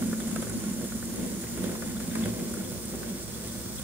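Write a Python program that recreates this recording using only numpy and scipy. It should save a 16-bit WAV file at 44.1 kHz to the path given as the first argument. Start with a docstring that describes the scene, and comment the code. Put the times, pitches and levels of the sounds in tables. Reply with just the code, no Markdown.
"""A small electric model locomotive creeps over a miniature layout in a quiet room. Its wheels and gears
excite the resonances of the baseboard into a low rumble, and a drive hum sounds through the board.
Brush noise hisses, amplitude-modulated at the shaft, commutator, mains and gear rates. The gear train
ticks and wheels clack over rail joints as damped tones and noise bursts; flanges scrape briefly on the
bend, and low room tone lies beneath."""
import sys
import numpy as np
from scipy.fft import rfft, irfft, next_fast_len
from scipy.io import wavfile
from scipy.ndimage import map_coordinates

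SR = 44100
rng = np.random.default_rng(int(sys.argv[2]) if len(sys.argv) > 2 else 0)


def store_pcm(level_fs):
    """Save levels as 16-bit WAV."""
    pcm = np.round(np.clip(level_fs, -1, 1) * 32767).astype(np.int16)
    wavfile.write(sys.argv[1], SR, np.atleast_2d(pcm).T)


N = 168903

SEGMENTS = 3  # commutator segments passed per turn of the shaft

# Low resonances of the baseboard: (centre [Hz], width [Hz], level [dB])
BOARD_BOOM = [(174.4, 24.4, -3.5), (194.7, 23, -2), (226.3, 40, -3.5), (251.1, 32.6, -5.5)]
# Higher resonances of the baseboard: (centre [Hz], width [Hz], level [dB])
BOARD_DRONE = [(333.5, 39, 0.5), (361.6, 40, -2), (406, 42, -5.5), (477.5, 27, -3.5), (514, 61, -6.5),
               (583.7, 31.5, -6), (647, 63, -11.5), (754, 45, -18.5)]


def amp(db):
    """Level law: decibels to amplitude ratio."""
    return 10 ** (np.asarray(db) / 20)


def unit(x):
    """Normalisation to an rms of 1."""
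    return x / np.sqrt(np.mean(x ** 2) + 1e-20)


def along(points, hz):
    """Linear interpolation of (frequency [Hz], value) points on a logarithmic frequency axis."""
    f, v = np.transpose(points)
    return np.interp(np.log(hz + 1), np.log(f + 1), v)


def curves(rows):
    """Linear interpolation in time: one value per sample for each column after the time."""
    s, *cols = np.transpose(rows)
    return [np.interp(np.arange(N) / SR, s, c) for c in cols]


def wobble(rate):
    """Slow random modulation: a smooth curve through random knots, rate of them a second."""
    knots = rng.standard_normal(int(N * rate / SR) + 4)
    return map_coordinates(knots, [np.arange(N) * rate / SR])


def filtered(x, response):
    """Linear filtering: the spectrum of x times a complex response of frequency."""
    m = next_fast_len(N + SR // 2)
    return irfft(rfft(x, m) * response(np.fft.rfftfreq(m, 1 / SR)), m)[..., :N]


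def body(modes):
    """Modal response: (Hz, width Hz, dB) resonances, steep on both flanks, summed in power."""
    def response(f):
        power = 0
        for c, w, db in modes:
            resonance = f * w / (c * c - f * f + 1j * f * w)
            power = power + amp(2 * db) * np.abs(resonance) ** 4
        return np.sqrt(power)
    return response


def shape(spectrum, modes=()):
    """Spectral envelope: (Hz, dB) points, lifted at any (Hz, width Hz, dB) resonances."""
    def response(hz):
        lift = sum((amp(db) - 1) / (1 + (2 * (hz - c) / w) ** 2) for c, w, db in modes)
        return amp(along(spectrum, hz)) * (1 + lift)
    return response


def grit(per_s, spread_db, share):
    """Random impulse excitation: two unrelated streams of noise, a share of the power in small blows."""
    struck = rng.random((2, N)) < per_s / SR
    strength = amp(spread_db * np.clip(rng.standard_normal((2, N)), -2, 2))
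    sign = np.sign(rng.standard_normal((2, N)))
    blows = unit(struck * strength * sign)
    share = np.clip(share, 0, 1)
    return np.sqrt(share) * blows + np.sqrt(1 - share) * rng.standard_normal((2, N))


def wavering(turns, depth_db, depth_rad, rate):
    """Random amplitude and phase modulation of a tone, drawn separately for each stream."""
    streams = []
    for _ in range(2):
        level = amp(depth_db * wobble(rate))
        streams.append(level * np.sin(2 * np.pi * turns + depth_rad * wobble(rate)))
    return np.array(streams)


def ring(hz, t60, t):
    """Damped oscillation: a sine with a short rise and exponential decay."""
    envelope = amp(-60 * t / t60) * (1 - np.exp(-t / 0.00047))
    return envelope * np.sin(2 * np.pi * hz * t + rng.uniform(0, 2 * np.pi))


def bursts(events, t60, rise_s, spectrum):
    """Transient noise: coloured noise under exponentially decaying envelopes at (s, dB)."""
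    level, t = np.zeros(N + SR), np.arange(SR // 8) / SR
    for s, db in events:
        level[round(s * SR):][:len(t)] += amp(db - 60 * t / t60) * (1 - np.exp(-t / rise_s))
    return level[:N] * unit(filtered(rng.standard_normal((2, N)), shape(spectrum)))


def shaft_turns():
    """Rotation as integrated rate: turns of the motor shaft so far."""
    # Motor speed: (time [s], commutator rate [Hz])
    commutator = [(0, 341), (.4, 336), (.85, 338), (1.2, 345), (1.45, 349), (1.7, 337), (2.0, 343),
                  (2.2, 330), (2.5, 342), (3.1, 349), (3.45, 338), (3.83, 341)]
    rate, = curves(commutator)
    return np.cumsum(rate) / SR / SEGMENTS


def rolling():
    """Forced vibration: wheel and gear bumps ring the baseboard and rattle the track; the drive hums."""
    # Rolling noise before flutter: (time [s], boom level [dB], drone level [dB], rattle level [dB])
    roll_levels = [(0.0, -29, -40.5, -47), (0.13, -33.5, -44, -51), (0.15, -36.5, -43, -51.5),
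                   (0.32, -33, -47, -47), (0.45, -34, -40, -48), (0.74, -35.5, -48, -49.5),
                   (0.85, -34, -39, -51), (0.91, -43.5, -54, -52), (0.96, -33.5, -43.5, -51),
                   (1.0, -40.5, -49.5, -52.5), (1.24, -33.5, -39.5, -49), (1.25, -33.5, -40, -48.5),
                   (1.49, -41.5, -45.5, -49.5), (1.52, -42, -49, -52), (1.63, -33, -37, -45),
                   (1.83, -40.5, -42, -50.5), (1.89, -34, -47, -47.5), (1.97, -39.5, -44.5, -50),
                   (2.12, -34, -46.5, -48), (2.19, -31.5, -38, -45), (2.24, -36.5, -45, -44.5),
                   (2.27, -33.5, -34.5, -47), (2.32, -39, -43, -49.5), (2.41, -35.5, -39.5, -50.5),
                   (2.47, -39, -41, -50), (2.92, -41, -45.5, -52), (2.94, -36, -40, -49.5),
                   (3.07, -48.5, -44, -52.5), (3.11, -36, -45.5, -50), (3.23, -46.5, -45.5, -51.5),
                   (3.78, -42.5, -47.5, -52.5), (3.83, -38, -57, -50)]
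    # Relative spectrum of the track rattle: (frequency [Hz], level per Hz [dB])
    rattle_spectrum = [(380, 1), (650, -8), (830, -0.5), (1000, -4), (1200, -13), (1600, -4), (2100, -0.5),
                       (2500, -5), (3000, -4), (3900, -6.5), (6600, -120)]
    # Chassis resonances lifting the rattle: (centre [Hz], width [Hz], lift [dB])
    chassis = [(1090, 57, 12), (1240, 33, 0), (1465, 140, 8)]
    # Hum of the drive in the board: (time [s], pitch [Hz], level [dB])
    drive_hum = [(0.0, 232.9, -44), (0.11, 219.7, -33), (0.44, 219, -36.5), (0.48, 245.8, -44),
                 (0.53, 227.2, -38), (1.07, 226.4, -39), (1.19, 246.7, -34.5), (1.44, 219.8, -46.5),
                 (1.6, 238.1, -38.5), (1.68, 226.3, -42.5), (2.27, 220.2, -35), (2.34, 243.7, -51),
                 (2.38, 230.7, -37.5), (3.21, 224.3, -49), (3.25, 215.4, -45.5), (3.65, 230.4, -44),
                 (3.78, 206.2, -45.5), (3.83, 221.0, -55)]
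    boom_db, drone_db, rattle_db = curves(roll_levels)
    bumps = grit(per_s=200, spread_db=3, share=.3)
    rattling = grit(per_s=200, spread_db=3.3, share=0.2)
    surge = wobble(24.59)  # flutter common to the three bands, scaled in dB
    boom = amp(boom_db + 0.22 * surge) * unit(filtered(bumps, body(BOARD_BOOM)))
    drone = amp(drone_db + 0.76 * surge) * unit(filtered(bumps, body(BOARD_DRONE)))
    rattle = amp(rattle_db + 1.2 * surge) * unit(filtered(rattling, shape(rattle_spectrum, chassis)))
    hum_hz, hum_db = curves(drive_hum)
    hum = amp(hum_db) * unit(wavering(np.cumsum(hum_hz) / SR, depth_db=4.3, depth_rad=0.62, rate=26))
    return boom + hum + drone + rattle


def motor():
    """Amplitude modulation: brush noise pulses with shaft, commutator, mains and gear, beside a shaft tone."""
    # Brush noise before lift and flutter: (time [s], hiss level [dB], sizzle level [dB])
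    brush_levels = [(0.0, -43.5, -52), (0.43, -43, -54), (0.93, -44, -52.5), (1.52, -43.5, -51),
                    (1.9, -44.5, -51), (2.23, -43.5, -51), (2.94, -44.5, -49), (3.31, -44.5, -50),
                    (3.83, -44, -49)]
    # Tone at shaft speed, before its waver: (time [s], level [dB])
    tone_levels = [(0.0, -68.5), (0.62, -38), (0.66, -53.5), (2.21, -46), (2.26, -37.5), (2.43, -51),
                   (3.82, -50), (3.83, -58)]
    # Relative spectrum of the hiss: (frequency [Hz], level per Hz [dB])
    hiss_spectrum = [(1410, -4.5), (2400, -12), (2740, -12.5), (3440, -8), (3790, -7), (4620, -3),
                     (6100, -3), (6810, -3), (8550, -2), (9950, -1.5), (11500, -9.5), (12500, -6),
                     (16200, -44), (22000, -120)]
    # Relative spectrum of the sizzle before its tilt: (frequency [Hz], level per Hz [dB])
    sizzle_spectrum = [(9000, -55), (12000, -29), (12900, -14), (13700, 4), (14250, 4), (14750, 9.5),
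                       (15200, 1), (15700, 4), (15900, -0.5)]
    # Motor housing resonances: (centre [Hz], width [Hz], lift facing [dB], lift turned away [dB])
    housing = [(3400, 120, 3, 6.5), (5660, 300, 3, 3), (6860, 400, 8.5, 2.5), (7650, 200, 3.5, 2),
               (8520, 590, 3.5, 5.5), (9860, 2300, 4, -0.5)]
    # Hiss modulation depths [0-1]: (shaft, twice shaft, commutator, mains, gear)
    hiss_pulse = [0.075, 0.078, 0.065, 0.032, 0.019]
    # Sizzle modulation depths [0-1]: (shaft, twice shaft, commutator, mains, gear)
    sizzle_pulse = [.15, .05, .25, 0.17, .03]
    # The engine swings round the bend: (start [s], end [s])
    swing = (.8, 3.4)
    mains_hz, gear_ratio = 50, 4
    tilt_db = 3.5  # change of sizzle slope per kHz, from facing to turned away

    turns = shaft_turns()
    hiss_db, sizzle_db = curves(brush_levels)
    tone_db, = curves(tone_levels)
    mains_cycles = mains_hz * np.arange(N) / SR
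    cycles = np.array([turns, 2 * turns, SEGMENTS * turns, mains_cycles, turns / gear_ratio])
    beats = np.cos(2 * np.pi * cycles)
    surge = wobble(45)
    away = np.interp(np.arange(N) / SR, swing, (0, 1))

    brushes = grit(per_s=600, spread_db=3.4, share=0.17)
    facing_modes = [(c, w, facing_db) for c, w, facing_db, _ in housing]
    turned_modes = [(c, w, turned_db) for c, w, _, turned_db in housing]
    facing = unit(filtered(brushes, shape(hiss_spectrum, facing_modes)))
    turned = unit(filtered(brushes, shape(hiss_spectrum, turned_modes)))
    hiss = unit((1 + hiss_pulse @ beats) * ((1 - away) * facing + away * turned))

    def tilted(x, slope_db):
        """Spectral tilt in dB per kHz about 14.5 kHz, level beyond 2 kHz either side."""
        return unit(filtered(x, lambda hz: amp(slope_db * np.clip(hz / 1000 - 14.5, -2, 2))))

    fizz = filtered(grit(per_s=600, spread_db=6.8, share=.06), shape(sizzle_spectrum))
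    dull, bright = tilted(fizz, -tilt_db / 2), tilted(fizz, tilt_db / 2)
    sizzle = unit((1 + sizzle_pulse @ beats) * ((1 - away) * dull + away * bright))

    tone = amp(tone_db) * wavering(turns, depth_db=3.95, depth_rad=1.0, rate=9.5)
    hiss_gain = amp(hiss_db + .55 * surge + 2.5)  # flutter, then a fixed lift
    sizzle_gain = amp(sizzle_db + 0.37 * surge + 4.6)
    return hiss_gain * hiss + sizzle_gain * sizzle + tone


def room():
    """Stationary background: low filtered noise and a hum randomly modulated in level and phase."""
    # Relative spectrum of the room tone: (frequency [Hz], level per Hz [dB])
    room_spectrum = [(13, -66), (27, -46), (35, -24), (45, -11), (70, -0.5), (90, -1), (114, 3.5),
                     (140, -2), (170, -3.5), (220, -24), (370, -120)]
    air = unit(filtered(rng.standard_normal((2, N)), shape(room_spectrum)))
    hum_hz = 61.94
    hum = unit(wavering(hum_hz * np.arange(N) / SR, depth_db=2, depth_rad=0.74, rate=7.5))
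    return amp(-45.5) * air + amp(-50.5) * hum


def ticks():
    """Impact transients: bright metal ticks of gear teeth and couplings, as decaying noise."""
    # Ticks, crest factor included: (time [s], peak level [dB])
    tick_events = [(0.017, -37), (0.0952, -33), (0.2014, -30), (0.2743, -34), (0.3117, -31), (0.36, -29),
                   (0.4198, -28), (0.497, -28.5), (0.6015, -32), (0.7008, -36), (0.734, -30), (0.842, -33),
                   (1.0209, -46), (1.054, -33), (1.1584, -32.5), (1.2341, -34), (1.2625, -32),
                   (1.4112, -31), (1.5221, -36), (1.5743, -32), (1.6372, -32), (1.6806, -36), (1.8611, -34),
                   (1.8936, -35), (1.9994, -35), (2.0745, -38), (2.153, -26.5), (2.2124, -34),
                   (2.2537, -31), (2.4957, -36), (2.537, -29.5), (2.6426, -36), (2.8192, -37), (2.853, -30),
                   (2.9546, -32), (3.475, -33), (3.758, -34), (3.7943, -31.5)]
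    # Relative spectrum of a tick: (frequency [Hz], level per Hz [dB])
    tick_spectrum = [(3500, -47), (5000, -25), (6500, -23), (7600, 7), (8600, -2), (9900, 6), (11000, -3.5),
                     (13000, -25)]
    crest_db = 4.5  # peak over noise level
    return bursts([(s, db - crest_db) for s, db in tick_events], 0.034, 0.00022, tick_spectrum)


def clacks():
    """Impact excitation at rail joints: ring, hollow knock, crack, board thud and loose parts shaking on."""
    # Rail joints, levels before the trims below:
    # (time [s], level [dB], ring [Hz], crack over ring [dB], hollow knock over ring [dB])
    joints = [(0.0233, -34, 1390, 1.5, -7), (0.1116, -38, 1520, 0, -7), (0.1292, -29, 1450, -9, -16),
              (0.2026, -35.5, 1490, -5, -10), (0.2772, -41, 1420, -4, 0), (0.314, -39, 1460, -7, -6),
              (0.3603, -28, 1296, 1.5, -4), (0.4243, -31, 1290, -0.5, -2), (0.4682, -34, 1470, 0, -14),
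              (0.498, -39, 1410, -4, -11), (0.5841, -42, 1440, -6, -9), (0.637, -38, 1425, 0, -7),
              (0.796, -46, 1650, -4, -11), (0.8138, -39, 1470, 3, -16), (0.847, -40, 1540, -3, -6),
              (0.9202, -34.5, 1430, -1, -9), (1.0262, -33.5, 1470, -12, -7), (1.1358, -42, 1090, 1, -8),
              (1.1648, -43.5, 1450, 3, -11), (1.4388, -38, 1610, 1, -14), (1.4681, -40, 2100, 0, -13),
              (1.504, -44, 1440, -4, -12), (1.5753, -38, 1410, -5, 1), (1.6387, -35.5, 1550, 4, -8),
              (1.6663, -41, 1608, 6, -5), (1.6909, -36, 1490, -2, -5), (1.715, -40, 1025, 0, 2),
              (1.7523, -35.5, 1020, -1, 3), (1.8214, -29, 1450, -5, -5), (1.955, -41, 1270, -8, -7),
              (1.9664, -39, 1426, -1, -13), (2.002, -38.5, 1440, 6, -11), (2.0767, -41, 942, 0, -4),
              (2.1114, -40, 1480, -8, -5), (2.154, -26.5, 1232, 0.5, -17), (2.2066, -37, 1080, -2, -7),
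              (2.2558, -31.5, 1480, 4, -7), (2.3351, -40, 1036, 1, -4), (2.3955, -39, 2030, 0, 0),
              (2.4374, -39, 1090, 0, 0), (2.4772, -44, 1205, -2, -6), (2.4975, -41, 1120, -4, -8),
              (2.5393, -36, 1400, -1, -17), (2.5703, -38.5, 1400, -5, -11), (2.608, -38.5, 1433, -5, -8),
              (2.7185, -44.5, 1470, 3, 7), (2.9367, -37.5, 1078, -4, -6), (3.031, -35, 1495, -2, -12),
              (3.5504, -42, 1230, 0, 2), (3.7963, -42, 1200, 2, -11)]
    # Wagon body resonances: (frequency [Hz], level [dB], decay by 60 dB [s])
    wagon = [(637, -2.5, 0.032), (740, -4, 0.039), (894, -6.5, 0.033)]
    # Relative spectrum of the crack: (frequency [Hz], level per Hz [dB])
    crack_spectrum = [(300, -40), (500, 13), (800, -5), (2300, -3.5), (3000, -12), (6000, -10.5),
                      (8000, -18), (11000, -11), (13000, -40)]
    # Relative spectrum of loose parts after a clack: (frequency [Hz], level per Hz [dB])
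    shake_spectrum = [(500, -30), (800, -8), (1100, 1), (1500, 7), (2300, -4.5), (2900, -17)]
    clack_db, thud_db, shake_db = -2.5, -10.5, -13  # trims: whole clack, thud within it, shaking parts
    out, t = np.zeros((2, N + SR)), np.arange(SR // 8) / SR
    for s, db, hz, _, knock_db in joints:
        for side in out:  # each stream draws its own phases
            tone = ring(hz, 0.036, t)
            tone += .55 * ring(1.19 * hz, 0.031, t) + 0.41 * ring(0.824 * hz, 0.028, t)
            knock = sum(amp(knock_db + level) * ring(c, t60, t) for c, level, t60 in wagon)
            thud = sum(amp(thud_db + level) * ring(c, 0.088, t) for c, _, level in BOARD_BOOM + BOARD_DRONE)
            side[round(s * SR):][:len(t)] += amp(db + clack_db) * (tone + knock + thud)
    crack_events = [(s, db + clack_db + crack_db) for s, db, _, crack_db, _ in joints]
    crack = bursts(crack_events, 0.034, 0.00051, crack_spectrum)
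    shake = bursts([(s, db + shake_db) for s, db, *_ in joints], 0.13, 0.0032, shake_spectrum)
    return out[:, :N] + crack + shake


def scrapes():
    """Friction noise: wheel flanges brush the rail on the bend in brief chirps of band-shaped noise."""
    # Flange contacts: (time [s], level [dB])
    contacts = [(0.2024, -44.5), (0.2468, -57), (0.3127, -47), (0.3601, -53), (0.4214, -46), (0.8425, -47),
                (1.2301, -54), (1.6377, -41.5), (1.8612, -50), (1.9654, -43.5), (2.1101, -46),
                (2.2373, -40), (2.6444, -50), (3.3368, -45), (3.479, -46.5), (3.7813, -42.5)]
    # Relative spectrum of a scrape: (frequency [Hz], level per Hz [dB])
    scrape_spectrum = [(2000, -32), (2900, -18), (3430, 2), (4000, -13), (5500, -37)]
    return bursts(contacts, 0.091, 0.0009, scrape_spectrum)


def scene():
    """Interaural-style coherence: two streams mix to left and right with set likeness, balance and lag."""
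    # Left-right coherence: (frequency [Hz], likeness [0-1])
    likeness = [(30, 0.78), (50, 0.96), (70, 0.54), (130, 0.53), (200, 0.92), (400, 0.68), (800, 0.41),
                (1650, 0.52), (3000, 0.25), (5000, 0.4), (8000, 0.23), (11000, 0.19), (15000, 0.16)]
    # Left-right balance: (frequency [Hz], left over right [dB])
    balance = [(30, -5), (70, -0.5), (180, -2), (550, 0), (2000, -0.1), (5000, -1.5), (9000, -3.5),
               (15000, 1)]
    lag_s = .00009  # left hears later than right

    def mid_side(hz):
        """Rotation whose double angle has the wanted likeness as its cosine."""
        angle = np.arccos(np.clip(along(likeness, hz), -1, 1)) / 2
        return np.array([np.cos(angle), np.sin(angle)])

    def lean(hz):
        """Half the balance and lag on the left, the inverse on the right."""
        half = amp(along(balance, hz) / 2) * np.exp(-1j * np.pi * hz * lag_s)
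        return np.array([half, 1 / half])

    sources = rolling() + motor() + room() + ticks() + clacks() + scrapes()
    mid, side = filtered(sources, mid_side)
    return filtered(np.array([mid + side, mid - side]), lean)


def record(dry):
    """Band limitation: a steep low-pass removes the top of the spectrum."""
    top_hz, edge_hz = 15735, 25
    return filtered(dry, lambda hz: 1 / (1 + np.exp(np.clip((hz - top_hz) / edge_hz, -50, 50))))


dry = scene()
out = record(dry)
store_pcm(out)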